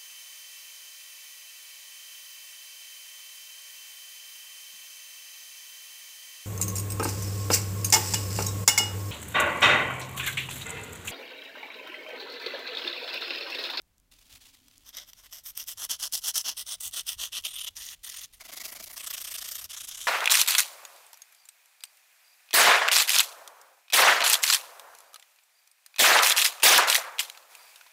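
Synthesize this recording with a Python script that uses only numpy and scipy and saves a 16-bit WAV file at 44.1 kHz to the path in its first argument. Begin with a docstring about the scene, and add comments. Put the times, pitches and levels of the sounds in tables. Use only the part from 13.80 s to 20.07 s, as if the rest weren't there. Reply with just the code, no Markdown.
"""At a workbench, flux on a solder joint spits, then simmers with a fine fizz and boils up in short surges; a soft
drone swells once. The paper ticks twice as it is handled. Gloved hands then rub abrasive paper over a small brass
part: single strokes, some with sharp snaps of coarse grains on an edge, then quick short scrubbing. Randomly struck
grains ring the paper and the part through band resonances that change with each grip. Soft bumps, a short diffuse
tail and steady room tone lie beneath."""
import sys
import numpy as np
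from scipy import signal
from scipy.fft import rfft, irfft
from scipy.io import wavfile

SR = 44100
rng = np.random.default_rng(int(sys.argv[2]) if len(sys.argv) > 2 else 0)


def wrap_up_sound(samples):
    """Save the sound to the file named by the first command line argument, as 16-bit audio."""
    columns = np.atleast_2d(samples).T
    # keep every value between -1 and 1, then stretch to whole-number steps
    tamed = np.clip(columns, -1, 1)
    steps = np.round(tamed * 32767).astype(np.int16)
    wavfile.write(sys.argv[1], SR, steps)


N = 276507
TIME_S = np.arange(N) / SR
BODY_BELOW_HZ, HISS_ABOVE_HZ = 2400, 7500


def from_db(db):
    """Decibels to gain."""
    return 10 ** (np.asarray(db) / 20)


def rms_one(x):
    """Scale to unit power."""
    return x / np.sqrt(np.mean(x ** 2) + 1e-20)


def flicker(size, rate_hz):
    """Smooth random curve of rms 1 that changes about rate_hz times a second."""
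    points = rng.standard_normal(size)
    return rms_one(np.interp(np.arange(size) * rate_hz / SR, np.arange(size), points))


def coloured(x, spectrum):
    """Give x a smooth spectrum, interpolated over log frequency; rms 1."""
    hz, db = np.transpose(spectrum)
    bins_hz = np.maximum(np.fft.rfftfreq(N, 1 / SR), 1)
    gain = from_db(np.interp(np.log(bins_hz), np.log(hz), db))
    return rms_one(irfft(rfft(x) * gain, N))


def resonate(x, hz, width_hz):
    """A damped cluster of modes around hz, as a band filter."""
    edges_hz = np.clip([hz - width_hz / 2, hz + width_hz / 2], 30, .47 * SR)
    band = signal.butter(2, edges_hz, "band", fs=SR, output="sos")
    return signal.sosfilt(band, x + 1e-18)


def crack(decay_s):
    """A tiny fracture: a noise burst that dies at once."""
    age_s = np.arange(SR // 20) / SR
    return rng.standard_normal(len(age_s)) * np.exp(-age_s / decay_s)


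def add(out, start_s, sound):
    """Mix a sound in at start_s."""
    at = max(round(start_s * SR), 0)
    out[at:at + len(sound)] += sound[:max(N - at, 0)]


# light or dull strokes have more body: dB of body lost per dB of level and per dB of fine hiss
USUAL_LEVEL_DB, BODY_LOSS_PER_LEVEL, BODY_LOSS_PER_HISS = -40, 0.28, 0.44


def sanding(bite=1.0, release=1.29, colour_db=1.65, creep_db=-27, linger=1.5, wander=0.029):
    """In each stroke the hand speeds up and stops again; every grain hits each resonance with its own strength."""
    out = np.zeros(N)
    for start_s, end_s, level_db, fastest, body_db, hiss_db in hand_strokes():
        body_db = body_db - BODY_LOSS_PER_LEVEL * (level_db - USUAL_LEVEL_DB)
        body_db = body_db - BODY_LOSS_PER_HISS * hiss_db
        length_s = max(end_s - start_s, .01)
        progress = np.arange(SR // 5) / SR / length_s
        turn = np.interp(progress, [0, np.clip(fastest, .05, .95), 1], [0, 1, 0])
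        # quick bite, gentler release
        speed = np.sin(turn * np.pi / 2) ** np.where(progress < fastest, bite, release)
        # the paper keeps creeping while the hand turns round
        speed = np.maximum(speed, from_db(creep_db) * (progress < linger))
        force = from_db(level_db) * grit(speed)
        add(out, start_s, from_db(level_db + hiss_db) * splinters(speed))
        for hz, width_hz, gain in grip_at((start_s + end_s) / 2):
            # the contact point wanders from stroke to stroke and recolours the sound
            mode_db = body_db * (hz < BODY_BELOW_HZ) + hiss_db * (hz > HISS_ABOVE_HZ)
            mode_db = mode_db + colour_db * rng.normal()
            centre_hz = hz * np.exp(wander * rng.normal())
            strikes = force * rng.standard_normal(len(force))
            add(out, start_s, gain * from_db(mode_db) * resonate(strikes, centre_hz, width_hz))
    return out


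# Single strokes. Each row: start in seconds, end in seconds, level in dB, fine hiss in dB, direction.
STROKES = [(1.037, 1.12, -50.5, -3.5, "pull"), (1.124, 1.267, -39, -13, "push"),
           (1.263, 1.325, -50, -4, "push"), (1.357, 1.452, -53.5, -5, "push"),
           (1.427, 1.478, -47, -7.5, "pull"), (1.506, 1.625, -43.5, -3, "push"),
           (1.632, 1.725, -42, 1, "pull"), (1.747, 1.859, -37, -3, "push"), (1.862, 1.952, -36, 0, "push"),
           (1.963, 2.074, -32, -5, "pull"), (2.087, 2.176, -27, -8, "push"),
           (2.184, 2.289, -29.5, -4, "pull"), (2.318, 2.407, -28.5, -2, "push"),
           (2.41, 2.522, -26, -5, "pull"), (2.534, 2.631, -26, -4.5, "push"),
           (2.637, 2.743, -25, -11, "push"), (2.761, 2.842, -35, 1.5, "push"),
           (2.851, 2.967, -34.5, -2, "pull"), (2.998, 3.109, -37, 3, "push"),
           (3.111, 3.227, -32.5, -2, "pull"), (3.257, 3.363, -33.5, 1, "push"),
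           (3.373, 3.502, -32, -3, "push"), (3.515, 3.62, -32, -1.5, "push"),
           (3.634, 3.68, -29.5, -2, "pull"), (3.856, 3.896, -33, -3.5, "pull")]
# A push is fastest early and thin, a pull late and full.
# Each direction: fastest moment as share of the stroke (0-1), body in dB.
DIRECTIONS = {"push": (0.34, -0.24), "pull": (0.63, 0.59)}
# Bursts of even back-and-forth scrubbing; strokes overlap where the paper does not come to rest.
# Each row: start in seconds, end in seconds, number of strokes, first level in dB, last level in dB,
# fine hiss in dB, overlap in seconds.
SCRUBS = [(3.678, 3.856, 7, -39.5, -37, 2.5, 0.0041), (3.961, 4.149, 8, -42.5, -42.5, 0, 0.0077),
          (4.235, 4.459, 9, -41, -41.5, .5, 0.0051), (4.529, 4.587, 2, -55, -70, 6, 0.0032),
          (4.596, 4.873, 7, -45.5, -38, -2, .002), (4.873, 5.021, 4, -40, -42, -1, 0.0022),
          (5.02, 5.158, 4, -44, -47, 3.5, 0.0028), (5.16, 5.323, 5, -36.5, -34, -3, 0.0027),
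          (5.326, 5.469, 4, -34, -36, -2, 0.0021), (5.467, 5.776, 9, -35, -35.5, -1.5, 0.0027),
          (5.778, 5.865, 3, -37.5, -40, -2, 0.0032), (5.892, 6.066, 5, -39.5, -40, 0.5, .003),
          (6.073, 6.269, 6, -39, -41.5, 1.5, 0.0047)]
SCRUB_FASTEST = .47   # share of a scrubbing stroke
SCRUB_JITTER_S, SCRUB_UNEVEN_DB = .001, 1.0


def hand_strokes():
    """Every stroke: start in s, end in s, level in dB, fastest moment as share, body in dB, fine hiss in dB."""
    for start_s, end_s, level_db, hiss_db, direction in STROKES:
        fastest, body_db = DIRECTIONS[direction]
        yield start_s, end_s, level_db, fastest, body_db, hiss_db
    for start_s, end_s, strokes, first_db, last_db, hiss_db, overlap_s in SCRUBS:
        count = round(strokes)
        turns_s = np.linspace(start_s, end_s, count + 1)
        turns_s = turns_s + SCRUB_JITTER_S * rng.standard_normal(count + 1)
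        levels_db = np.linspace(first_db, last_db, count)
        levels_db = levels_db + SCRUB_UNEVEN_DB * rng.standard_normal(count)
        for turn_s, next_s, level_db in zip(turns_s, turns_s[1:], levels_db):
            yield turn_s - overlap_s, next_s + overlap_s, level_db, SCRUB_FASTEST, 0, hiss_db


def grit(speed, grains_per_s=14000, grain_spread_db=3.0, chatter_db=1.0, chatter_hz=520,
         pressure_db=2.14, pressure_hz=110):
    """Force of the grains: they strike more often at speed, in clumps as the paper sticks and slips."""
    size = len(speed)
    struck = rng.random(size) < grains_per_s * np.sqrt(speed) / SR
    grain_db = grain_spread_db * np.minimum(rng.exponential(1, size), 6)
    clump_db = chatter_db * flicker(size, chatter_hz) + pressure_db * flicker(size, pressure_hz)
    force = speed * struck * from_db(grain_db + clump_db)
    return rms_one(force) * np.sqrt(np.mean(speed ** 2))


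def splinters(speed, per_s=45, tick_db=5.0, decay_s=0.00026):
    """Now and then a grain breaks off with a bright tick, even when the paper barely moves."""
    broken = rng.random(len(speed)) < per_s / SR
    breaks = broken * rng.exponential(1, len(speed)) * np.sqrt(speed)
    ticks = signal.fftconvolve(breaks, crack(decay_s))[:len(speed)]
    bright = signal.butter(1, HISS_ABOVE_HZ, "high", fs=SR, output="sos")
    return from_db(tick_db) * signal.sosfilt(bright, ticks)


# Resonances of paper, part and cupped hand in each grip. Each row: centre in Hz, width in Hz, level in dB.
LOOSE = [(1330, 790, -14.5), (2010, 230, -12.5), (3280, 790, -4), (5160, 6700, -16.5), (5710, 1310.0, -2),
         (8630, 1800, -6), (12300, 2200, -2), (14200, 1900, -4.5)]
FIRM = [(1344, 950, -10), (1960, 59, -12.5), (3135, 620, 0), (4310, 710, -5.5), (5680, 1130, 0.5),
        (8300, 6200, -1), (11030, 340, 2.5), (12700, 4500, -3.5)]
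THUMB_FLAT = [(1290, 600, -13), (1945, 160, -11), (3300, 800, -0.5), (4300, 880, -9.5), (5850, 1300, -4),
              (8730, 1860, -4.5), (11890.0, 2200, -8), (14700, 920, -10.5)]
THUMB_SCRUB = [(1200, 410, -13), (2020, 440, -13.5), (3220, 820, 4), (3900, 180, -4), (6100, 2400, -6),
               (9200, 950, -2), (12300, 3000, -8.5)]
PART_END = [(1370, 810, -15), (1960, 250, -7), (3320, 890, -5.5), (4200, 3160, -7.5), (6180, 1500, -3),
            (9100, 1300, -5), (11780.0, 1800, -9.5), (14000, 2400, -11.5)]
PINCHED = [(294, 240, -10), (670, 150, -2), (1280, 750, -6.5), (2120, 400, 0), (3040, 1040, -4.5),
           (5700, 3600, -2), (12100, 5700, -3)]
PART_EDGE = [(1270, 460, -8.5), (1930, 620, -8.5), (3230, 1150, -3.5), (4330, 500, -12), (5680, 1930, -2),
             (8670, 1900, -0.5), (11730, 1300, 0), (14100, 1600, -4)]
PART_FACE = [(1400, 770, -12.5), (2320, 890, -11.5), (3360, 870, -0.9), (6130, 2000, -3), (10000, 5600, -8)]
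# Succession of grips. Each row: held until in seconds, resonances.
GRIPS = [(1.955, LOOSE), (2.75, FIRM), (3.625, THUMB_FLAT), (3.92, THUMB_SCRUB), (4.588, PART_END),
         (5.156, PINCHED), (5.878, PART_EDGE), (np.inf, PART_FACE)]
# Low resonances common to all grips.
# Each row: centre in Hz, width in Hz, level in dB relative to the grip's lowest resonance.
HOLLOW = [(676, 160, -4), (460, 545, -14)]


def grip_at(time_s):
    """Resonances (Hz, width in Hz, gain) of the grip held at time_s, scaled to unit power in all."""
    own = next(modes for until_s, modes in GRIPS if time_s < until_s)
    lowest_db = own[0][2]
    hollow = [(hz, width_hz, db + lowest_db) for hz, width_hz, db in HOLLOW]
    hz, width_hz, db = np.transpose(hollow + list(own))
    gain = from_db(db)
    power = np.sum(gain ** 2 * width_hz) * 2 / SR
    return zip(hz, width_hz, gain / np.sqrt(power))


# Sharp snaps: two ticks of the paper being handled, then coarse grains catching on an edge.
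# Each row: time in seconds, peak in dB, fine hiss in dB.
SNAGS = [(0.8827, -41, -5), (0.912, -49, -14), (1.091, -35, 2), (1.169, -25, 0), (1.3325, -34, -9),
         (1.526, -31, -14.5), (1.7752, -18, 21), (2.0501, -18.5, 19), (2.114, -14.5, 11), (2.324, -21, 21),
         (2.579, -11.5, 6), (3.0073, -25.5, 7)]


def snags(decay_s=0.0015):
    """Handling ticks the paper twice, then coarse grains catch and let go: cracks through the grip's resonances."""
    out = np.zeros(N)
    for time_s, peak_db, hiss_db in SNAGS:
        snap = 0
        for hz, width_hz, gain in grip_at(time_s):
            mode_gain = gain * from_db(hiss_db * (hz > HISS_ABOVE_HZ))
            snap = snap + mode_gain * resonate(crack(decay_s), hz, width_hz)
        add(out, time_s, from_db(peak_db) * snap / np.abs(snap).max())
    return out


# Spectrum of the fizz. Each row: frequency in Hz, density in dB per Hz.
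FLUX = [(350, -19), (700, -11), (1600, -10.5), (3300, -1), (7500, -7), (15500, -11)]
# Larger bubbles spitting. Each row: time in seconds, peak in dB.
SPITS = [(0.0178, -44), (0.1815, -47), (0.2, -50), (.392, -49), (0.98, -37)]
# Simmering between the surges, then cooling. Each row: time in seconds, level in dB.
SIMMER = [(.305, -97), (.319, -61.5), (.7, -65), (1.05, -65), (1.2, -67)]
# Boiling up as solder is fed in. Each row: start in seconds, length in seconds, level in dB.
SURGES = [(0.307, 0.038, -55), (0.482, 0.12, -51), (0.551, 0.022, -53), (0.605, 0.048, -51.5),
          (0.637, 0.077, -53.5), (0.714, 0.09, -56.5)]
SURGE_RISE = 0.38   # share of a surge's length
CRACKLE_PER_S, CRACKLE_DB = 35, 5   # small bubbles bursting at random; dB over the simmer


def flux(spit_hz=9000, spit_decay_s=0.00059, sputter_db=2.7):
    """Flux simmers in a fine, crackling fizz and boils up in surges; now and then a larger bubble spits."""
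    fizz = rng.standard_normal(N) * from_db(sputter_db * flicker(N, 250))
    simmer = from_db(np.interp(TIME_S, *np.transpose(SIMMER)))
    boil = simmer
    for start_s, length_s, db in SURGES:
        surge = np.interp((TIME_S - start_s) / length_s, [0, SURGE_RISE, 1], [0, 1, 0])
        boil = np.hypot(boil, from_db(db) * surge)
    bursts = (rng.random(N) < CRACKLE_PER_S / SR) * rng.random(N) * simmer
    pops = signal.fftconvolve(bursts, crack(spit_decay_s))[:N]
    crackle = resonate(pops, spit_hz, width_hz=spit_hz)
    out = coloured(fizz, FLUX) * boil + from_db(CRACKLE_DB) * crackle
    for time_s, peak_db in SPITS:
        spit = resonate(crack(spit_decay_s), spit_hz, width_hz=spit_hz)
        add(out, time_s, from_db(peak_db) * spit / np.abs(spit).max())
    return out


# Hands bumping softly on the bench. Each row: time in seconds, level in dB.
BUMPS = [(.52, -60), (1.948, -66), (3.049, -55.5), (3.352, -59), (3.58, -62.5), (3.971, -65), (5.821, -57),
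         (6.0, -65)]
# Faint rumble of the working hands. The row: from in seconds, centre in Hz, width in Hz, level in dB.
HANDLING = (1.1, 67, 61, -76.5)


def bumps(thud_hz=62, width_hz=55, rise_s=0.019, uneven_db=3):
    """Gloved hands give an uneven rumble and dull, cushioned thuds that swell and die away."""
    since_s, rumble_hz, rumble_width_hz, rumble_db = HANDLING
    rumble = resonate(rng.standard_normal(N), rumble_hz, rumble_width_hz)
    rumble = rms_one(rumble * from_db(uneven_db * flicker(N, 18)))
    out = from_db(rumble_db) * rumble * np.clip((TIME_S - since_s) / rise_s, 0, 1)
    age = np.arange(SR // 3) / SR / rise_s   # in rise times
    for time_s, db in BUMPS:
        thud = rms_one(resonate(rng.standard_normal(len(age)), thud_hz, width_hz))
        add(out, time_s, from_db(db) * thud * age * np.exp(1 - age))
    return out


ROOM_T60_S, ROOM_DB = 0.12, -25


def workshop(x):
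    """A weak, dull, diffuse tail from the bench and walls: decaying noise convolved with the sound."""
    age_s = np.arange(SR // 2) / SR
    tail = rng.standard_normal(len(age_s)) * from_db(-60 * age_s / ROOM_T60_S)
    tail = signal.sosfilt(signal.butter(1, HISS_ABOVE_HZ, fs=SR, output="sos"), tail)
    return x + from_db(ROOM_DB) * signal.fftconvolve(x, tail / np.linalg.norm(tail))[:N]


# Spectrum of the room tone. Each row: frequency in Hz, density in dB per Hz.
AIR = [(12, -9), (42, 1.5), (80, -11), (140, -13.5), (450, -25.5), (12000, -33.5)]
AIR_DB = -68.5
# A soft low drone swells once. The row: middle in seconds, length in seconds, centre in Hz, level in dB.
DRONE = (0.8, 1.5, 266, -74.5)
DRONE_WIDTH_HZ = 57


def room_tone(hum_hz=94.4, hum_db=-81):
    """Low rumble and faint hiss as shaped noise, a steady sine hum and a narrow-band drone that swells once."""
    air = from_db(AIR_DB) * coloured(rng.standard_normal(N), AIR)
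    middle_s, length_s, drone_hz, drone_db = DRONE
    swell = np.cos(np.pi * np.clip((TIME_S - middle_s) / length_s, -.5, .5)) ** 2
    drone = rms_one(resonate(rng.standard_normal(N), drone_hz, DRONE_WIDTH_HZ))
    hum = rms_one(np.sin(2 * np.pi * hum_hz * TIME_S))
    return air + from_db(drone_db) * swell * drone + from_db(hum_db) * hum


def scene():
    """Hand work and flux with the workshop's tail, over bumps and room tone; one channel."""
    close_work = sanding() + snags() + flux()
    return (workshop(close_work) + bumps() + room_tone())[None]


CUTOFF_HZ = 16100


def record(dry):
    """The top is cut steeply by an elliptic low-pass."""
    return signal.sosfilt(signal.ellip(12, .1, 80, CUTOFF_HZ, fs=SR, output="sos"), dry)


dry = scene()
out = record(dry)
wrap_up_sound(out)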